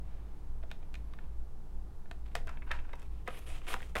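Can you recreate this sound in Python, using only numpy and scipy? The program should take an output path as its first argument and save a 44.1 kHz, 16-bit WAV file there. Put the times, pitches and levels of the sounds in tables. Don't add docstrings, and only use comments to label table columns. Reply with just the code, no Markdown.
import sys
import numpy as np
from scipy import signal
from scipy.fft import rfft, irfft, next_fast_len
from scipy.io import wavfile
from scipy.ndimage import map_coordinates

SR = 44100
rng = np.random.default_rng(int(sys.argv[2]) if len(sys.argv) > 2 else 0)


def log_audio(samples):
    frames = np.atleast_2d(samples).T
    limited = np.clip(frames, -1, 1)
    pcm = np.round(limited * 32767).astype(np.int16)
    wavfile.write(sys.argv[1], SR, pcm)


N = 176400
TIME = np.arange(N) / SR
BLOCK = 8192

# f/Hz, relative level/dB
RUMBLE_SPECTRUM = [(4, 1.5), (13, 8.5), (24, 2), (31, -23.5), (40, -8.5), (50, -17), (66, -17), (78, -15),
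                   (98, -25.5), (125, -22.5), (200, -28.5), (260, -33), (400, -32.5), (560, -40),
                   (800, -38), (1200, -45), (2300, -56.5), (4500, -59.5), (7000, -62), (15800, -66)]
# f/Hz, level/dB, bandwidth/Hz
HUM_PARTIALS = [(55, -46.5, 8), (119.3, -65, 11), (166.4, -69.5, 12), (293.7, -72, 14)]
# t/s, level/dB
HISS_ENVELOPE = [(0, -74), (.12, -64.5), (.4, -71.5), (.6, -78), (1.25, -69), (1.45, -86)]
# f/Hz, relative level/dB
HISS_SPECTRUM = [(300, 1.5), (800, 1), (2400, -7.5), (4000, -14.5), (7000, -37.5), (16000, -50)]
# f/Hz, T60/s
ROOM_DECAY = [(200, 0.85), (1000, 0.23), (3000, 0.19), (8000, .25), (15000, 0.1)]

# t/s, level/dB
TABLE_BUMPS = [(2.113, -53), (2.357, -47), (2.388, -48.5), (3.276, -55)]
# f/Hz, relative level/dB
BUMP_SPECTRUM = [(40, -29), (85, -10), (130, 8), (210, -13), (320, -22), (900, -60)]

# t/s, level/dB, bass/dB, treble/dB, favoured f/Hz
CALCULATOR_CLICKS = [(.6288, -62, 3, -10, 3300), (.635, -49, 16, -10, 606), (.7147, -43, 2, -0.5, 3700),
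                     (.7255, -65, -8, 0, 3370), (.829, -60, 10, -10, 2400), (.9418, -47.5, -3, 4.5, 2440),
                     (.9538, -48, -2, 1, 2320), (1.1362, -51.5, -1.5, -4.5, 1100),
                     (1.188, -50.5, 1, -19, 1480), (1.24, -66, 0, -4, 1500), (2.058, -59, 8, -20, 1650),
                     (2.1128, -43.5, 1.5, -1, 695), (2.278, -64, 9, -7, 1200), (2.353, -31, 2.5, 4, 1950),
                     (2.364, -42.5, 17, 9, 440)]
# start t/s, duration/s, level/dB, swell/dB, treble/dB
CASE_RUBS = [(.695, 0.016, -65, -5, -3), (.80, 0.047, -71, 0, -10), (2.25, .03, -63, -7, -6),
             (2.295, 0.033, -68.5, -3, -10)]
# f/Hz, relative level/dB
CASE_SPECTRUM = [(100, -40), (400, -0.5), (1000, -1), (2200, 1), (3800, -3), (4300, -7.5), (6000, -13.5),
                 (8200, -15.5), (9500, -20), (12000, -22.5), (16000, -28)]
# f/Hz, relative level/dB, T60/s
CASE_MODES = [(446, -9.5, 0.034), (686, -6, 0.043), (1200, -9, 0.052), (1437, 1, 0.019),
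              (1786, -3.5, 0.029), (2020, -8, 0.015), (2500, -6, 0.024), (3120, -8, .014),
              (3700, -10, 0.014)]

# t/s, level/dB, bass/dB, treble/dB, favoured f/Hz
NAIL_TAPS = [(2.472, -46.5, 7, 11.5, 705), (2.4798, -45, -1, -3, 1490), (2.49, -48.5, 13, 0, 2100),
             (2.493, -44.5, -3, 2.5, 1200), (2.572, -51.5, 1, -13, 2530), (2.621, -50.5, 0, -23, 2300),
             (2.626, -53.5, 1, -20, 2330), (2.708, -37, 6, -20, 1050), (2.7135, -33.5, -21, -4, 1730),
             (2.716, -33, -6, 4.5, 1650), (2.789, -50, -6, -11, 2580), (2.799, -55, 2, 10, 2700),
             (2.893, -54, 13, -6, 2100), (2.9315, -49.5, -21, 6, 2050), (2.9343, -42.5, 13, -7.5, 915),
             (2.955, -59, -5, 16, 950), (2.995, -59, -5, 14, 7900), (3.019, -59, -7, 12, 2380),
             (3.028, -57, 7, 18, 2370)]
# f/Hz, relative level/dB
TAP_SPECTRUM = [(100, -19), (500, 0), (1600, 6), (3200, -9.5), (4500, -14.5), (8500, -25), (12000, -27.5),
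                (16000, -40)]
# f/Hz, relative level/dB, T60/s
TRAY_MODES = [(640, -8.5, 0.069), (950, -6.5, 0.09), (1090, -21, 0.046), (1294, -6, 0.054),
              (1600, -19, 0.043), (1700, -3, 0.044), (2050, -6, 0.027), (2290, -5.5, 0.056),
              (2590, -4.5, 0.054), (2900, -13, .04), (3200, -9, .04), (3700, -8, 0.036)]
# start t/s, duration/s, level/dB, swell/dB, treble/dB
NAIL_SCRAPES = [(2.49, 0.072, -62, -4, -1), (2.66, 0.044, -55.5, 5, -10), (2.718, 0.029, -46.5, 3, -4),
                (2.755, 0.047, -58, -15, 1), (2.81, .2, -64.5, -3, -3)]
# f/Hz, relative level/dB
SCRAPE_SPECTRUM = [(300, -28), (750, -8.5), (950, -2), (1210, -11.5), (1560, -1.5), (1950, -13.5),
                   (2600, -10.5), (3200, -18.5), (4300, -24.5), (8300, -32), (15000, -44)]

# t/s, level/dB, bass/dB, treble/dB, favoured f/Hz
NOTE_SNAPS = [(3.2757, -38.5, -7.5, -14, 2040), (3.2785, -39, 5.5, 4, 1100), (3.2825, -36, 8.5, -12, 1200),
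              (3.287, -41, -1, -18, 770), (3.292, -52, 5, -8, 500), (3.3058, -50.5, -6, -2, 1200),
              (3.346, -55, -3, 0, 1480), (3.391, -52, 10, 22, 12800), (3.502, -52, -34, 2, 2700),
              (3.617, -54, 1, -11, 2200), (3.669, -48.5, -22, -8, 1280), (3.703, -46, -2, -4, 1147),
              (3.712, -47, -6, -5, 1400), (3.7408, -30.5, 2.5, 2, 1260), (3.765, -46, 3, -6, 750),
              (3.805, -48, -10, -13, 1490), (3.82, -49.5, 6, 11.5, 2180), (3.8285, -47, -15, -6, 2150),
              (3.9542, -34.5, 2, 2.5, 1950), (3.9587, -30.5, 5, -3, 1200), (3.9655, -35.5, -13, -6, 1000),
              (3.9673, -31.5, 2, -3, 1310), (3.9725, -67, 1, -4, 490), (3.9795, -38.5, 2, 0, 1200),
              (3.986, -41, 0, 8, 1500)]
# f/Hz, relative level/dB
SNAP_SPECTRUM = [(80, -16), (250, -5.5), (500, 0), (1050, 0.5), (1400, 0.5), (2300, -2.5), (3400, -8),
                 (4700, -18.5), (9000, -22), (13000, -25), (16000, -31)]
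# f/Hz, relative level/dB, T60/s
WAD_MODES = [(240, -8.5, 0.052), (490, -0.5, 0.045), (770, -1, 0.064), (1000, -11, .03), (1217, -6, 0.02),
             (1480, -0.5, .022), (1950, -5, .02), (2360, -5, 0.015)]
# start t/s, duration/s, level/dB, swell/dB, treble/dB
NOTE_SLIDES = [(2.98, 0.082, -71.5, 9, -2), (3.1, 0.12, -71, -4, -4), (3.255, 0.13, -56.5, 6, -7),
               (3.40, 0.05, -63, -4, -2), (3.455, 0.13, -55, -2, -4), (3.60, 0.079, -63.5, 10, -5),
               (3.664, 0.07, -43.5, 4, -4.5), (3.75, 0.12, -60.5, -2, 0.5), (3.88, 0.063, -68, -16, 2),
               (3.954, 0.034, -51.5, 11, 0)]
# f/Hz, relative level/dB
PAPER_SPECTRUM = [(180, -53), (300, -4.5), (612, -4.5), (759, -2.5), (839, -10), (1010, -4), (1170, -7.5),
                  (1250, -3), (1500, -9.5), (2470, -3.5), (3110, -5.5), (4330, -15), (8700, -17),
                  (15800, -26)]
# t/s, level/dB, centre f/Hz
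SWISH_PATH = [(3.25, -91, 9070), (3.31, -71, 9610), (3.385, -63, 11000), (3.41, -73, 11320),
              (3.455, -72.5, 10370), (3.49, -60.5, 9170), (3.57, -71, 8240), (3.62, -84, 7550),
              (3.66, -74, 8500), (3.694, -52, 10060), (3.734, -56.5, 10420), (3.771, -94, 9250),
              (3.84, -72, 8800), (3.945, -92.5, 8000), (3.96, -65, 9300), (3.985, -57, 10480),
              (4, -71, 9870)]


def amp(db):
    return 10 ** (np.asarray(db) / 20)


def unit_rms(x):
    return x / np.sqrt(np.mean(x ** 2) + 1e-20)


def log_interp(points, hz):
    f, values = np.transpose(points)
    return np.interp(np.log(hz + 1), np.log(f + 1), values)


def filtered(x, response):
    size = next_fast_len(len(x) + BLOCK)
    return irfft(rfft(x, size) * response(np.fft.rfftfreq(size, 1 / SR)), size)[:len(x)]


def minimum_phase(x, db_at):
    cepstrum = irfft(np.log(amp(db_at(np.fft.rfftfreq(BLOCK, 1 / SR)))))
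    cepstrum[1:BLOCK // 2] *= 2
    cepstrum[BLOCK // 2 + 1:] = 0
    return signal.fftconvolve(x, irfft(np.exp(rfft(cepstrum))))[:len(x)]


def shelves(hz, bass_db, treble_db, bass_hz=1100, treble_hz=4540):
    return bass_db / (1 + (hz / bass_hz) ** 4) + treble_db / (1 + (treble_hz / (hz + 1)) ** 6)


def wobble(knots_per_s):
    knots = rng.standard_normal(int(N * knots_per_s / SR) + 4)
    return map_coordinates(knots, [TIME * knots_per_s])


def noise(spectrum):
    return unit_rms(filtered(rng.standard_normal(N), lambda hz: amp(log_interp(spectrum, hz))))


def add(track, start_s, sound):
    part = track[round(start_s * SR):][:len(sound)]
    part += sound[:len(part)]


def impacts(rows, spectrum, modes, ring_db, rattle_db, rattle_t60_s, scatter_db=-11.5, scatter_t60_s=0.22):
    out, t = np.zeros(N), np.arange(BLOCK) / SR
    burst_gain = np.sqrt(0.005 * SR / BLOCK)
    for start, db, bass_db, treble_db, spot_hz in rows:
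        rattle = unit_rms(rng.standard_normal(BLOCK) * amp(-60 * t / rattle_t60_s))
        push = unit_rms(1. * (t == 0)) + amp(rattle_db) * rattle
        scatter = unit_rms(rng.standard_normal(BLOCK) * amp(-60 * t / scatter_t60_s))
        contact = unit_rms(push) + amp(scatter_db) * scatter
        crack = minimum_phase(contact, lambda hz: log_interp(spectrum, hz))
        ring = np.zeros(BLOCK)
        for k, (mode_hz, mode_db, t60) in enumerate(modes):
            decay = amp(mode_db + rng.normal(0, 3.6) - 60 * t / t60)
            detuned_hz = mode_hz * (1 + rng.normal(0, 0.012))
            ring += (-1) ** k * decay * np.sin(2 * np.pi * detuned_hz * t)
        spot_db = lambda hz: 7 / (1 + (np.log2((hz + 1) / spot_hz) / 0.19) ** 2)
        sound = unit_rms(crack) + amp(ring_db) * unit_rms(ring)
        sound = minimum_phase(sound, lambda hz: shelves(hz, bass_db, treble_db) + spot_db(hz))
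        add(out, start, amp(db) * burst_gain * unit_rms(sound))
    return out


def friction(rows, spectrum, slips_per_s, grain_db, flutter_db, rise_s=0.016, fall_s=0.015):
    out = np.zeros(N)
    for start, duration, db, swell_db, treble_db in rows:
        slips = (rng.random(N) < slips_per_s / SR) * rng.standard_normal(N)
        drive = rng.standard_normal(N) + amp(grain_db) * unit_rms(slips)
        drive *= amp(flutter_db * wobble(130))
        rub = minimum_phase(drive, lambda hz: log_interp(spectrum, hz) + shelves(hz, 0, treble_db))
        t = TIME - start
        envelope = np.clip(t / rise_s, 0, 1) * np.exp(-np.maximum(t - duration, 0) / fall_s)
        progress = np.clip(t / duration, 0, 1)
        out += unit_rms(rub) * envelope * amp(db + swell_db * (progress - 0.5))
    return out


def background(rumble_db=-37):
    hum = np.zeros(N)
    for hz, db, bandwidth in HUM_PARTIALS:
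        phase = 2 * np.pi * hz * TIME
        partial = wobble(bandwidth) * np.sin(phase) + (1 + wobble(bandwidth)) * np.cos(phase)
        hum += amp(db) * unit_rms(partial)
    hiss = amp(np.interp(TIME, *np.transpose(HISS_ENVELOPE))) * noise(HISS_SPECTRUM)
    return amp(rumble_db) * noise(RUMBLE_SPECTRUM) + hum + hiss


def room(x, wet_db, build_up_s):
    hz, t, bands = signal.stft(rng.standard_normal(SR // 2), SR, nperseg=256)
    decay = amp(-60 * t / log_interp(ROOM_DECAY, hz)[:, None])
    tail = signal.istft(bands * decay, SR, nperseg=256)[1]
    tail *= np.clip(np.arange(len(tail)) / SR / build_up_s, 0, 1) ** 2
    return amp(wet_db) * signal.fftconvolve(x, tail / np.linalg.norm(tail))[:N]


def table(rise_s=0.003, t60_s=0.14):
    out, t = np.zeros(N), np.arange(BLOCK) / SR
    for start, db in TABLE_BUMPS:
        envelope = amp(db - 60 * t / t60_s) * (1 - np.exp(-t / rise_s))
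        add(out, start, envelope * noise(BUMP_SPECTRUM)[:BLOCK])
    return out


def calculator():
    clicks = impacts(CALCULATOR_CLICKS, CASE_SPECTRUM, CASE_MODES,
                     ring_db=-1.5, rattle_db=5, rattle_t60_s=0.017)
    return clicks + friction(CASE_RUBS, CASE_SPECTRUM, slips_per_s=440, grain_db=6, flutter_db=4)


def tray():
    taps = impacts(NAIL_TAPS, TAP_SPECTRUM, TRAY_MODES, ring_db=-3.5, rattle_db=6.5, rattle_t60_s=0.023)
    return taps + friction(NAIL_SCRAPES, SCRAPE_SPECTRUM, slips_per_s=600, grain_db=-4, flutter_db=2)


def swish(half_width_hz=2200):
    times, db, centre_hz = np.transpose(SWISH_PATH)
    baseband = filtered(rng.standard_normal(N), lambda hz: 1 / (1 + (hz / half_width_hz) ** 4))
    carrier = np.sin(2 * np.pi * np.cumsum(np.interp(TIME, times, centre_hz)) / SR)
    return amp(np.interp(TIME, times, db)) * unit_rms(baseband * carrier)


def banknotes():
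    snaps = impacts(NOTE_SNAPS, SNAP_SPECTRUM, WAD_MODES, ring_db=-3.5, rattle_db=1.5, rattle_t60_s=0.014)
    slides = friction(NOTE_SLIDES, PAPER_SPECTRUM, slips_per_s=1500, grain_db=-5.5, flutter_db=1.1)
    return snaps + slides + swish()


def scene():
    direct = calculator() + table() + tray() + banknotes()
    return (direct + room(direct, wet_db=-14.5, build_up_s=0.0068) + background())[None]


def record(dry):
    return np.array([filtered(x, lambda hz: hz < 15900) for x in dry])


dry = scene()
out = record(dry)
log_audio(out)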